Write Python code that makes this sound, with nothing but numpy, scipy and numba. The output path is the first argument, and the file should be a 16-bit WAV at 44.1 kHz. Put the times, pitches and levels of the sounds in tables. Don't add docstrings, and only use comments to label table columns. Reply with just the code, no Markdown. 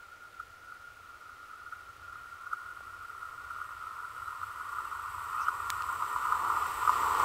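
import sys
import numpy as np
from scipy import signal
from scipy.fft import rfft, irfft, next_fast_len
from scipy.io import wavfile
from scipy.ndimage import uniform_filter1d, map_coordinates
from numba import njit

SR = 44100
rng = np.random.default_rng(int(sys.argv[2]) if len(sys.argv) > 2 else 0)


def put_to_file(sound):
    columns = np.atleast_2d(sound).T
    safe = np.clip(columns, -1, 1)
    whole_steps = np.round(safe * 32767)
    wavfile.write(sys.argv[1], SR, whole_steps.astype(np.int16))


def decibels_to_gain(level_db):
    exponent = np.asarray(level_db, float) / 20
    return 10 ** exponent


N = 319284

SPEED_M_PER_S, ARRIVAL_S = 25, 8.3
# level in dB at 40 m, loss in dB per 100 m, loss in dB per doubling of distance.
SONG_FADE = (-31.5, 6, 5)


def along(points, hz):
    f, *cols = np.transpose(points)
    return [np.interp(np.log(hz + 1), np.log(f + 1), c) for c in cols]


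def wobble(knots_per_s):
    knots = rng.standard_normal(int(N * knots_per_s / SR) + 4)
    return map_coordinates(knots, [np.arange(N) * knots_per_s / SR])


def unit(x):
    return x / np.sqrt(np.mean(x ** 2))


def noise(spectrum):
    m = next_fast_len(N + 8192)
    gain = decibels_to_gain(along(spectrum, np.fft.rfftfreq(m, 1 / SR))[0]) * np.sqrt(SR / 2)
    return irfft(rfft(rng.standard_normal(m)) * gain, m)[:N]


def distance_m(s):
    return SPEED_M_PER_S * (ARRIVAL_S - s)


def faded_db(fade, s):
    near_db, per_100m_db, per_doubling_db = fade
    metres = distance_m(s)
    return near_db - per_100m_db * (metres - 40) / 100 - per_doubling_db * np.log2(metres / 40)


def roughness_db(s):
    # middle in seconds, level change in dB, half length in seconds.
    stretches = [(.7, 3.5, .08), (1.75, 1.5, .15), (2.55, 2, .2), (3.05, -1, .12), (3.35, 1.5, .1),
                 (3.75, 1.5, .15), (4.15, -2, .15), (4.62, -2.5, .08), (5.0, -1, 0.13), (5.451, 1.16, .2),
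                 (5.75, -1.5, 0.072), (6.02, -0.5, .07), (6.5, 2, .13), (6.778, -5, .15),
                 (7.098, -2.5, 0.13)]
    return sum(db * np.exp(-((s - middle_s) / half_s) ** 2) for middle_s, db, half_s in stretches)


def rail_db(hz, s):
    # frequency in Hz, level with the wheels 40 m away in dB per Hz
    # (relative where the caller rescales), loss in dB per 100 m of rail.
    radiation = [(565, -100, 54), (689, -80.5, 46.5), (798, -76, 45), (846.6, -66.5, 43.5),
                 (874, -62.5, 38), (1014, -54.5, 32), (1100, -57, 27.5), (1200, -54.5, 23),
                 (1333, -57, 14.5), (1400, -57, 11), (1450, -59, 12), (1492, -69.5, 22.5),
                 (1546, -79.5, 17), (1827, -85, 19.5), (1855, -70.5, 13), (1875, -78, 14.5),
                 (1985, -82, 17.5), (2260, -105, 19), (6565, -105, 26), (7417, -85, 30.5),
                 (8030, -82.5, 22), (8210, -81.5, 16.5), (8520, -95, 25.5), (9140, -90.5, 26.5),
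                 (10030, -101, 19.5), (10600, -91.5, 16), (11170, -89, 12)]
    near_db, loss_db = along(radiation, hz)
    return np.where(hz < SR / 4, near_db - loss_db * (distance_m(s) - 40) / 100, -200)


def rolling():
    lumps = unit(decibels_to_gain(.7 * wobble(16) + 1.6 * wobble(60)))
    force = rng.standard_normal((2, N)) * [lumps, decibels_to_gain(.6 * wobble(5))]
    hz, s, z = signal.stft(force, SR, nperseg=2048, noverlap=1536)
    hz = hz[:, None]
    gain = decibels_to_gain(rail_db(hz, s))
    patches = uniform_filter1d(rng.standard_normal(gain.shape), size=5, axis=0)
    patches = uniform_filter1d(patches, size=12, axis=1)
    gain = gain * decibels_to_gain(1.5 * unit(patches))
    low = hz < 1700
    low_gain = low * gain / np.sqrt(np.mean((low * gain) ** 2, axis=0))
    high_gain = ~low * gain * np.sqrt(SR / 2)
    bands = signal.istft(z * [low_gain, high_gain], SR, nperseg=2048, noverlap=1536)[1]
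    song, hiss = bands[:, :N]
    t = np.arange(N) / SR
    song_db = faded_db(SONG_FADE, t) + roughness_db(t) + .7 * wobble(6)
    return decibels_to_gain(song_db) * song + hiss


def air():
    # frequency in Hz, level in dB per Hz (relative for all but the field).
    rumble_spectrum, growl_spectrum = [(15, -18.5), (40, -7.5), (60, -1.5), (90, 0.5), (115, -6),
                                       (140, -15.5), (200, -41), (400, -120)], [(90, -30.5), (160, -12.5), (220, -12), (320, -4),
                                                       (420, 1.5), (580, -5), (750, -0.5), (1000, -9.5),
                                                       (1500, -39.5)]
    roar_spectrum, field_spectrum = [(500, -30), (1000, -4), (2200, -0.5), (3050, -2), (3300, -7),
                                     (5000, -10.5), (7000, -15.5), (11000, -19.5)], [(20, -93.5), (100, -98), (180, -101), (400, -95.5),
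                                                   (1000, -95), (2000, -96.5), (3000, -101), (5000, -105),
                                                   (8000, -109), (11000, -113)]
    # level in dB at 40 m, loss in dB per 100 m, loss in dB per doubling of distance.
    rumble_fade, growl_fade, roar_fade = (-56, 3, 3.5), (-52.5, -3.5, 14), (-49, 2, 8)
    t = np.arange(N) / SR
    rumble_db = faded_db(rumble_fade, t) + 1.4 * wobble(4)
    growl_db = faded_db(growl_fade, t) + .5 * roughness_db(t) + 1.3 * wobble(7)
    roar_db = faded_db(roar_fade, t) + .8 * wobble(8.2)
    rumble = decibels_to_gain(rumble_db) * unit(noise(rumble_spectrum))
    growl = decibels_to_gain(growl_db) * unit(noise(growl_spectrum))
    roar = decibels_to_gain(roar_db) * unit(noise(roar_spectrum))
    return rumble + growl + roar + noise(field_spectrum)


def knocks():
    # time in seconds, peak in dB, centre in Hz.
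    wheel_knocks = [(0.4, -29, 1332), (0.722, -35.5, 1400), (1.294, -37, 1430), (1.43, -41, 1360),
                    (1.725, -31, 1413), (2.156, -33.5, 1433), (2.467, -31, 1286), (2.516, -33.5, 1425),
                    (2.532, -22.5, 1370), (3.23, -32.5, 1312), (3.506, -34.5, 1400), (3.615, -29, 1390),
                    (4.047, -30, 1443), (4.432, -27.5, 1370), (4.784, -27.5, 1482), (5.057, -27, 1320),
                    (5.468, -25, 1400), (5.483, -16.5, 1450), (5.695, -25.5, 1200), (5.805, -23.5, 1180),
                    (5.838, -24.5, 1300), (6.021, -22, 1100), (6.16, -22.5, 1172), (6.253, -22.5, 1120),
                    (6.322, -17.5, 1402), (6.447, -24, 1400), (6.5, -17, 1170), (6.569, -18.5, 1087),
                    (6.658, -21.5, 1128), (6.875, -13.5, 1330), (6.892, -11, 1100), (7.031, -19, 1180),
                    (7.107, -21, 1058), (7.198, -21, 1190)]
    small_count = 30
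    out, size = np.zeros(N + SR), 4096
    hz = np.fft.rfftfreq(size, 1 / SR)
    lag_s = .0023 + np.clip(1300 - hz, -300, 600) * 5e-6
    delay = np.exp(-2j * np.pi * np.cumsum(lag_s) * hz[1])
    echoes = 1
    for late_s, share in [(.0036, -0.45), (.009, 0.26)]:
        echoes = echoes + share * np.exp(-2j * np.pi * hz * late_s)
    when, pitch, size_draw = rng.random((small_count, 3)).T
    small_s = .1 + when * (N / SR - .1)
    small_db = faded_db(SONG_FADE, small_s) + np.interp(size_draw, [0, 1], [5, 10])
    small = zip(small_s, small_db, np.interp(pitch, [0, 1], [1150, 1450]))
    for s, db, centre_hz in [*wheel_knocks, *small]:
        colour_db = -6 * np.minimum(((hz - centre_hz) / 310) ** 2, 3)
        blow = irfft(decibels_to_gain(rail_db(hz, s) + colour_db) * delay * echoes)
        blow = np.roll(blow, size // 2)
        out[round(s * SR) - size // 2:][:size] += decibels_to_gain(db) * blow / np.abs(blow).max()
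    return out[:N]


def clicks():
    # time in seconds, peak in dB, centre in Hz, octaves above it to 6 dB down, t60 in seconds.
    broadband_clicks = [(2.808, -37.5, 798, 1, .003), (5.538, -47, 4200, 0.56, 0.0077),
                        (5.702, -12.5, 1904, 2.1, 0.0087), (5.798, -48.5, 3046, 0.68, .005),
                        (5.8217, -28.5, 2784, .9, 0.0061), (5.954, -41, 3000, 0.55, 0.0064),
                        (7.197, -23, 4700, 1.6, 0.0013)]
    out, t = np.zeros(N + SR), np.arange(1024) / SR
    hz = np.fft.rfftfreq(len(t), 1 / SR)
    for s, db, centre_hz, octaves, t60_s in broadband_clicks:
        away = np.log2(hz / centre_hz + 1e-3)
        body = decibels_to_gain(-6 * np.where(away > 0, away / octaves, away / 1.1) ** 2) * (hz < SR / 4)
        rattle = 0.35 * rng.standard_normal(len(t)) * decibels_to_gain(-60 * t / t60_s)
        rattle *= 1 - np.exp(-t / 0.00027)
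        rattle[20] -= 1
        snap = np.roll(irfft(rfft(rattle) * body), 64)
        out[round(s * SR) - 64:][:len(t)] += decibels_to_gain(db) * snap / np.abs(snap).max()
    return out[:N]


def bird():
    # start in seconds, length in seconds, first Hz, last Hz, amplitude in dB before its flutter.
    chirps = [(4.24, .055, 4050, 3950, -66), (4.846, 0.056, 2920, 2510, -61),
              (5.365, 0.075, 2470, 2720, -53.5), (5.454, 0.046, 2760, 3300, -53.5),
              (5.6, .035, 2604, 2682, -58.5)]
    # middle in seconds, rms at the middle in dB.
    rasps = [(5.418, -55.5), (5.437, -53.5)]
    note_edge_s, rasp_half_s = .012, .011
    t, notes = np.arange(N) / SR, np.zeros(N)
    for s, length_s, from_hz, to_hz, db in chirps:
        hz = np.interp(t, [s, s + length_s], [from_hz, to_hz])
        shape = np.clip(np.minimum(t - s, s + length_s - t) / note_edge_s, 0, 1)
        notes += shape * decibels_to_gain(db + 1.5 * wobble(80)) * np.sin(2 * np.pi * np.cumsum(hz) / SR)
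    # Hz, relative dB per Hz
    band = [(3800, -25.5), (5000, -2), (6100, 3.5), (7200, -18.5), (11000, -120)]
    rasp_level = sum(decibels_to_gain(db) * np.exp(-((t - s) / rasp_half_s) ** 2) for s, db in rasps)
    return notes + rasp_level * unit(noise(band))


def scene():
    return (rolling() + air() + knocks() + clicks() + bird())[None]


@njit
def four_bit(x, least, growth):
    out, guess, step = np.empty_like(x), 0.0, least
    for i in range(len(x)):
        code = min(int(4 * abs(x[i] - guess) / step), 7)
        guess += np.sign(x[i] - guess) * (code + .5) * step / 4
        step = max(least, step * growth ** (2 * code - 6 if code > 3 else -1))
        out[i] = guess
    return out


def roll_off(x):
    return signal.sosfilt(signal.butter(12, 16500, fs=SR, output="sos"), x)


def record(dry):
    quantised = four_bit(dry[0, ::2].copy(), 7 / 32768, 1.1)
    held = rfft(np.repeat(quantised, 2)[:N])
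    kept = irfft(held * (np.fft.rfftfreq(N, 1 / SR) < 15740), N)
    return roll_off(kept[None])


dry = scene()
out = record(dry)
put_to_file(out)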